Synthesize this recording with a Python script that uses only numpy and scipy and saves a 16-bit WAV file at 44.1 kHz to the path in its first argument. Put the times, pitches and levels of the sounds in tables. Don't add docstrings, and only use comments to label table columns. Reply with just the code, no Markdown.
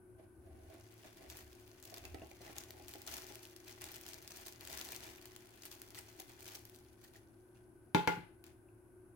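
import sys
import numpy as np
from scipy import signal
from scipy.fft import irfft, next_fast_len
from scipy.io import wavfile
from scipy.ndimage import uniform_filter1d

SR = 44100
rng = np.random.default_rng(int(sys.argv[2]) if len(sys.argv) > 2 else 0)


def log_audio(samples):
    frames = np.atleast_2d(samples).T
    limited = np.clip(frames, -1, 1)
    pcm = np.round(limited * 32767).astype(np.int16)
    wavfile.write(sys.argv[1], SR, pcm)


N = 403756

# (frequency [Hz], level [dB], t60 [s], left minus right [dB])
BOWL_MODES = [(853, 0, .25, -4), (834, -9, .24, 0), (1415, -4.5, .2, 7), (1447, -13, .2, 3),
              (2110, -5, .12, 6), (2170, 5, .045, 5), (2410, -18, .09, 4), (3110, -15, .08, 4),
              (5780, -9, .06, 1)]
# (frequency [Hz], level [dB])
FILM_SPECTRUM = [(500, -25), (1200, -9), (2200, -2.5), (3100, -2.5), (4300, -1), (6000, -2), (9000, -4),
                 (12500, -3), (16000, -1.5)]


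def glove(bending):
    # (time [s], level [dB], left minus right [dB])
    snaps = [(1.1717, -48, -3), (1.3004, -35.5, -1), (1.3704, -36.5, 3), (1.5299, -47, -2),
             (1.678, -48, -3), (1.8267, -41, 1.0), (1.8529, -39, 1), (1.9415, -35, -1), (1.9725, -39, 0),
             (2.0525, -37, -1), (2.145, -41.5, -3), (2.27, -49, 1.0), (2.3143, -44.5, -0.5),
             (2.583, -29, 7), (2.637, -40.5, -3), (2.7066, -36.5, 4), (2.8825, -36, 2), (2.8917, -39, 0.0),
             (2.9377, -36, 1.5), (3.018, -37.5, 1.5), (3.0659, -38, -3), (3.079, -38.5, 3.0),
             (3.14, -45, -1), (3.1677, -33, 4), (3.267, -40, 1.0), (3.3553, -35.5, 1.0), (3.432, -41.5, -6),
             (3.5632, -40.5, 4.0), (3.68, -42, 2.5), (3.8177, -33, -2), (3.841, -31, 0.0),
             (4.0117, -38, -3), (4.0647, -35, 3.5), (4.2245, -43, 2.5), (4.2766, -35, 2), (4.3074, -39, 6),
             (4.372, -37, 1), (4.4631, -38, -5), (4.4825, -34.5, 2), (4.5243, -41, 2.0), (4.651, -39, 7),
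             (4.674, -36, 5), (4.7154, -39, 6), (4.813, -30.5, 6), (4.8885, -38, 8), (4.9216, -31, 9),
             (4.9556, -39, 4), (5.0365, -39, 2.5), (5.256, -38, 0), (5.3628, -37, 3), (5.6345, -52, 0.0),
             (5.6536, -34.5, 0), (5.7156, -37.5, 5), (5.8174, -32.5, 0), (5.905, -42, 4), (5.947, -38, 0),
             (5.9882, -35, 2), (6.1993, -34.5, 0), (6.4804, -42, 1.5), (6.552, -34, -2), (6.6528, -39, 0.5),
             (6.6967, -45, 7), (8.4406, -45, 6.5), (8.4655, -52.5, 16)]
    crackle = grains(crease, per_s=950, size_db=5.4, clump_db=4.5)
    swish = from_db(-16) * noise(FILM_SPECTRUM)
    out = bending * (crackle + swish) * pan(2.4)
    for s, db, side_db in snaps:
        pop = from_db(-3) * crease()
        flutter = from_db(-14) * burst(FILM_SPECTRUM, t60=.025, size=1024)
        add(out, s, from_db(db) * (pop + flutter) * pan(side_db))
    return out


def crease():
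    facet_hz = 7500 * 2 ** rng.normal(0, .8)
    return burst(resonant(FILM_SPECTRUM, facet_hz, boost_db=6.5, octaves=.4), t60=.008, size=1024)


def food(squeeze, sliding):
    # (time [s], level [dB], frequency [Hz])
    smacks = [(2.054, -35, 2570), (2.185, -45, 2580), (2.218, -41, 2700), (2.314, -44, 2310),
              (2.479, -44, 1940), (4.931, -36, 2340), (5.183, -44, 2450), (5.976, -41, 1950),
              (7.05, -52, 1820), (7.157, -47, 1820), (7.561, -58, 2730), (8.687, -56.5, 2560)]
    # (time [s], level [dB], pitch of the loaded bowl [Hz])
    bumps = [(0.195, -59, 630), (0.73, -58.5, 683), (1.048, -56, 593), (1.21, -58, 596), (1.35, -60, 727),
             (1.922, -52, 680), (2.051, -54.5, 730), (2.144, -43.5, 780), (2.217, -47.5, 659),
             (2.234, -57, 827), (2.31, -55.5, 807), (2.405, -53, 720), (2.495, -49.5, 805),
             (2.571, -56, 824), (2.795, -56, 824), (2.952, -50, 820), (3.065, -59, 846),
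             (3.307, -55.5, 865), (4.92, -54, 770), (6.199, -55.5, 784)]
    loaded_hz, emptied_hz, emptying_s = 680, 820, (1.8, 2.33)
    out = squeeze * from_db(4.0) * grains(strand, per_s=500, size_db=1.5, clump_db=4.0) * pan(1.2)
    emptied = np.interp(np.arange(N) / SR, emptying_s, (0, 1))
    out += sliding * (np.sqrt(1 - emptied) * slither(loaded_hz) + np.sqrt(emptied) * slither(emptied_hz))
    for s, db, hz in smacks:
        add(out, s, from_db(db) * air_pocket(hz))
    for s, db, hz in bumps:
        add(out, s, from_db(db) * bump(hz))
    return out


def strand():
    smack = burst(shred_spectrum(), t60=0.016, size=1024)
    return smack + from_db(-5) * air_pocket(2050 * 2 ** rng.normal(0, 0.36))


def shred_spectrum():
    # (frequency [Hz], level [dB])
    spectrum = [(400, -8.5), (800, -6), (1150, -5.5), (1700, -4.5), (2300, -4), (3200, -7.5), (6000, -12.5),
                (16000, -25)]
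    return spectrum


def air_pocket(hz):
    t = np.arange(1024) / SR
    phase = 2 * np.pi * hz * t * (1 + 4 * t) + rng.normal(0, 1.0, (2, 1))
    return np.sin(phase) * decay(28 / hz, len(t)) * (1 - decay(0.0067, len(t)))


def slither(hz):
    return grains(lambda: bump(hz * rng.uniform(.93, 1.05)), per_s=250, size_db=3.5, clump_db=3.5, count=5)


def bump(hz, size=4000):
    # (frequency [Hz], level [dB])
    wall_spectrum = [(100, -14.5), (220, -5.5), (330, 5.5), (500, -4.5), (680, 1), (770, 1), (860, -6),
                     (930, -34), (2000, -13.5), (6000, -34)]
    knock = burst(wall_spectrum, t60=0.093, size=size) * (1 - decay(0.0038, size))
    hollow = ringing(BOWL_MODES, hz / BOWL_MODES[0][0], contact_hz=411, size=size) * decay(0.33, size)
    return knock + from_db(9.5) * hollow


def bowl_set_down(size=24000):
    # (time [s], bowl ring [dB], clack [dB], thud [dB], pitch [ratio],
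    # contact cut-off [Hz], resonance of the struck spot [Hz])
    knocks = [(7.9473, -18, -22.5, -24, 1, 900, 4250), (8.0747, -27, -23, -30.5, 1, 6900, 2130),
              (8.172, -43, -66, -41, .98, 300, 2130)]
    # (frequency [Hz], level [dB], t60 [s], left minus right [dB])
    table_modes = [(188, -14, 0.36, -1), (317.5, 0, 0.11, -3.5), (427, -7, 0.21, 1.5)]
    # (frequency [Hz], level [dB])
    clack_spectrum = [(200, -2.5), (650, -1), (880, 11.5), (1150, -8.5), (1800, 0), (2150, 0), (2600, -0.5),
                      (3100, -4.5), (4400, -10.5), (5300, -16), (8000, -19), (16000, -24)]
    thud_spectrum = [(30, -35), (80, -6.5), (120, -2.5), (160, 9), (220, -7.5), (310, -4), (480, 0),
                     (700, -20), (1500, -15.5), (5000, -67.5)]
    impact, ring = np.zeros((2, 2, N))
    for s, ring_db, clack_db, thud_db, pitch, contact_hz, spot_hz in knocks:
        add(ring, s, from_db(ring_db) * ringing(BOWL_MODES, pitch, contact_hz))
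        add(ring, s, from_db(thud_db) * ringing(table_modes, pitch=0.93, contact_hz=contact_hz))
        clack = burst(resonant(clack_spectrum, spot_hz, boost_db=8, octaves=.14), t60=.026)
        add(impact, s, from_db(clack_db) * clack * pan(5.8))
        thud = band_pass(burst(thud_spectrum, t60=0.096, size=size), 70, min(contact_hz, 8000))
        add(impact, s, from_db(thud_db) * thud * pan(2.0))
    return impact, ring


def bowl_rumble(shaking):
    # (frequency [Hz], level [dB])
    rumble_spectrum = [(25, -11), (55, -26), (68, 2.5), (77, 2), (90, -2.5), (130, -17.5), (400, -50.5)]
    rest_db = -74
    return np.hypot(shaking, from_db(rest_db)) * noise(rumble_spectrum) * pan(1.2)


def kitchen(x, size=22000):
    # (frequency [Hz], t60 [s])
    decay_times = [(150, 0.18), (700, 0.35), (2500, 0.42), (6000, 0.32), (14000, 0.37)]
    edges_hz, tail = np.geomspace(60, 18000, 9), 0
    for low, high in zip(edges_hz, edges_hz[1:]):
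        band = band_pass(rng.standard_normal((2, size)), low, high)
        tail = tail + band * decay(at_hz(decay_times, np.sqrt(low * high)), size)
    build_up = 1 - decay(0.0057, size)
    response = unit_rms(tail * build_up) / np.sqrt(size)
    return signal.oaconvolve(x, response, axes=1)[:, :N]


def background():
    # (frequency [Hz], level [dB])
    tones = [(108, -74.5), (334, -71.5), (364, -67.5)]
    # (frequency [Hz], level [dB])
    air_spectrum = [(25, -16.5), (55, -9.5), (85, -23.5), (110, 0), (150, -18), (220, -14), (290, -8.5),
                    (350, -10.5), (390, -7.5), (440, -21), (700, -20.5), (1100, -27), (1350, -30.5),
                    (1520, -19.5), (1700, -34), (2600, -38.5), (3500, -49.5), (7300, -46), (10600, -28.5),
                    (13000, -45), (16000, -47)]
    t, hum = np.arange(N) / SR, 0
    for hz, db in tones:
        amplitude = from_db(db + 2.57 * drift(8)) * np.sqrt(2)
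        hum = hum + amplitude * np.sin(2 * np.pi * hz * t + 0.69 * drift(12))
    return (hum + from_db(-64.5) * noise(air_spectrum)) * pan(2.3)


def grains(tick, per_s, size_db, clump_db, count=16):
    born = rng.random(N) < per_s * from_db(clump_db * drift(70)) / SR
    clicks = born * from_db(size_db * np.minimum(rng.exponential(1, N), 4)) * rng.choice([-1, 1], N)
    kind, out = rng.integers(0, count, N), 0
    for k in range(count):
        placed_tick = tick() * pan(rng.normal(0, 3.2))
        out = out + signal.oaconvolve((clicks * (kind == k))[None], placed_tick, axes=1)[:, :N]
    power = np.maximum(uniform_filter1d(np.mean(out ** 2, axis=0), size=3000), 0)
    return out / np.sqrt(power + 0.012 * power.mean())


def ringing(modes, pitch, contact_hz, size=24000):
    out, t = 0, np.arange(size) / SR
    for hz, db, t60, side_db in modes:
        ear_phase = np.array([[0], [1.35 * min(hz / 850, 1)]])
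        mode = np.sin(2 * np.pi * hz * pitch * t + ear_phase) * decay(t60, size)
        out = out + from_db(db) / (1 + (hz / contact_hz) ** 2) * mode * pan(side_db)
    return out * (1 - decay(0.021, size))


def burst(spectrum, t60, size=8192):
    fade = decay(t60, size)
    return unit_rms(noise(spectrum, size) * fade) * np.sqrt(np.mean(fade ** 2))


def noise(spectrum, size=N):
    # (frequency [Hz], coherence [ratio])
    coherence = [(60, 0.98), (300, 0.65), (640, 0.56), (1400, 0.142), (4000, 0.084)]
    hz = np.fft.rfftfreq(next_fast_len(max(size, 4096)), 1 / SR)
    mid, side = np.exp(2j * np.pi * rng.random((2, len(hz))))
    alike = np.clip(at_hz(coherence, hz), -1, 1)
    both = np.sqrt(1 + alike) * mid + np.sqrt(1 - alike) * side * [[1], [-1]]
    return unit_rms(irfft(both * from_db(at_hz(spectrum, hz)) * (hz > 15)))[:, :size]


def gestures(rows, attack_s, release_s):
    t, power = np.arange(N) / SR, np.zeros(N)
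    for start, length, db in rows:
        span = slice(int(start * SR), int((start + length + release_s) * SR))
        age = t[span] - start
        swell = np.minimum(age / attack_s, 1)
        fade = np.exp(-np.log(1000) * np.maximum(age - length, 0) / release_s)
        power[span] += (from_db(db) * swell * fade) ** 2
    return np.sqrt(power)


def resonant(spectrum, hz, boost_db, octaves):
    f = np.geomspace(25, 16000, 300)
    return np.c_[f, at_hz(spectrum, f) + boost_db / (1 + (np.log2(f / hz) / octaves) ** 2)]


def band_pass(x, low_hz, high_hz):
    return signal.sosfilt(signal.butter(2, [low_hz, high_hz], "band", fs=SR, output="sos"), x)


def decay(t60, size):
    return from_db(-60 * np.arange(size) / SR / t60)


def drift(per_s):
    return np.interp(np.arange(N) / SR * per_s, np.arange(4096), rng.standard_normal(4096))


def at_hz(points, hz):
    f, value = np.transpose(points)
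    return np.interp(np.log(hz + 1e-9), np.log(f), value)


def pan(db):
    return from_db(np.array([[db], [-db]]) / 2)


def from_db(db):
    return 10 ** (np.asarray(db) / 20)


def unit_rms(x):
    return x / np.sqrt(np.mean(x ** 2) + 1e-20)


def add(out, s, x):
    at = int(s * SR)
    out[:, at:at + x.shape[1]] += x[:, :N - at]


def scene():
    # (start [s], length [s], glove level [dB], shred level [dB])
    presses = [(0.18, 0.062, -89, -86), (0.695, 0.076, -86, -73), (1.024, 0.053, -74, -66.5),
               (1.17, 0.085, -74, -71), (1.281, 0.13, -59.5, -67), (1.824, 0.093, -61, -73),
               (1.935, 0.046, -57.5, -64), (2.034, 0.021, -64, -62), (2.404, 0.12, -62, -66),
               (2.548, 0.072, -59.5, -65), (2.881, 0.076, -59.5, -70.5), (3.069, 0.12, -49, -59.5),
               (3.2, 0.14, -60, -68.5), (3.426, 0.042, -58, -77), (3.663, 0.039, -52.5, -64.5),
               (3.806, 0.083, -58, -62.5), (3.9, 0.072, -53.5, -68.5), (4.052, 0.088, -54, -67.5),
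               (4.297, .13, -57.5, -68.5), (4.45, 0.04, -55.5, -68), (4.6, 0.14, -58.5, -66.5),
               (4.692, 0.13, -50, -59.5), (4.843, 0.12, -51.5, -63.5), (5.0, 0.11, -58.5, -63),
               (5.609, 0.06, -56.5, -70), (5.711, 0.024, -53, -70), (5.946, 0.045, -54.5, -63.5),
               (6.078, 0.017, -61, -68.5), (6.185, 0.021, -53, -64.5), (6.286, 0.026, -61, -67),
               (6.388, .06, -57.5, -68), (6.45, 0.12, -54.5, -66), (6.73, 0.051, -64, -88),
               (7.011, 0.057, -63, -75), (7.13, 0.033, -63, -71), (7.543, 0.053, -82, -81),
               (8.437, 0.065, -73, -74)]
    # (time [s], level [dB])
    rustle_curve = [(0.0, -100), (0.4, -90), (0.7, -71.5), (0.95, -68.5), (1.78, -69), (2.15, -69),
                    (2.37, -69), (3.3, -62), (3.58, -68), (3.9, -62), (4.56, -65.5), (5.15, -63),
                    (5.43, -67.5), (5.85, -66), (6.65, -70), (7.25, -82), (7.75, -90), (9.16, -96)]
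    # (start [s], length [s], level [dB])
    slides = [(0.165, 0.051, -65), (0.42, 0.32, -66), (0.68, 0.094, -65), (1.18, 0.075, -62),
              (1.88, 0.27, -66.5), (2.12, 0.092, -65), (2.42, 0.067, -63), (2.66, 0.16, -64),
              (2.91, .07, -69), (3.27, 0.093, -64)]
    # (start [s], length [s], level [dB])
    tips = [(0.1, .75, -68.5), (0.37, 0.31, -60), (1.23, 0.29, -64), (1.98, 0.2, -55), (2.3, 0.55, -66.5)]
    rustle = from_db(np.interp(np.arange(N) / SR, *np.transpose(rustle_curve)))
    grip_s, relax_s = 0.0068, .12
    on_film = gestures([(s, length, db) for s, length, db, _ in presses], grip_s, relax_s)
    on_food = gestures([(s, length, db) for s, length, _, db in presses], grip_s, relax_s)
    squeeze = np.hypot(on_food, from_db(-6) * rustle)
    sliding = np.hypot(gestures(slides, attack_s=0.032, release_s=0.22), from_db(-0.5) * squeeze)
    shaking = np.hypot(gestures(tips, attack_s=0.056, release_s=0.45), from_db(-7) * squeeze)
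    film = glove(np.hypot(on_film, rustle))
    shreds = food(squeeze, sliding)
    rumble = bowl_rumble(shaking)
    impact, ring = bowl_set_down()
    to_walls = from_db(-10) * film + from_db(-6.5) * shreds + from_db(-3) * impact + from_db(-17) * ring
    return film + shreds + impact + ring + rumble + kitchen(to_walls) + background()


def record(dry):
    cutoff_hz = 16300
    return signal.sosfilt(signal.ellip(10, .1, 70, cutoff_hz, fs=SR, output="sos"), dry)


dry = scene()
out = record(dry)
log_audio(out)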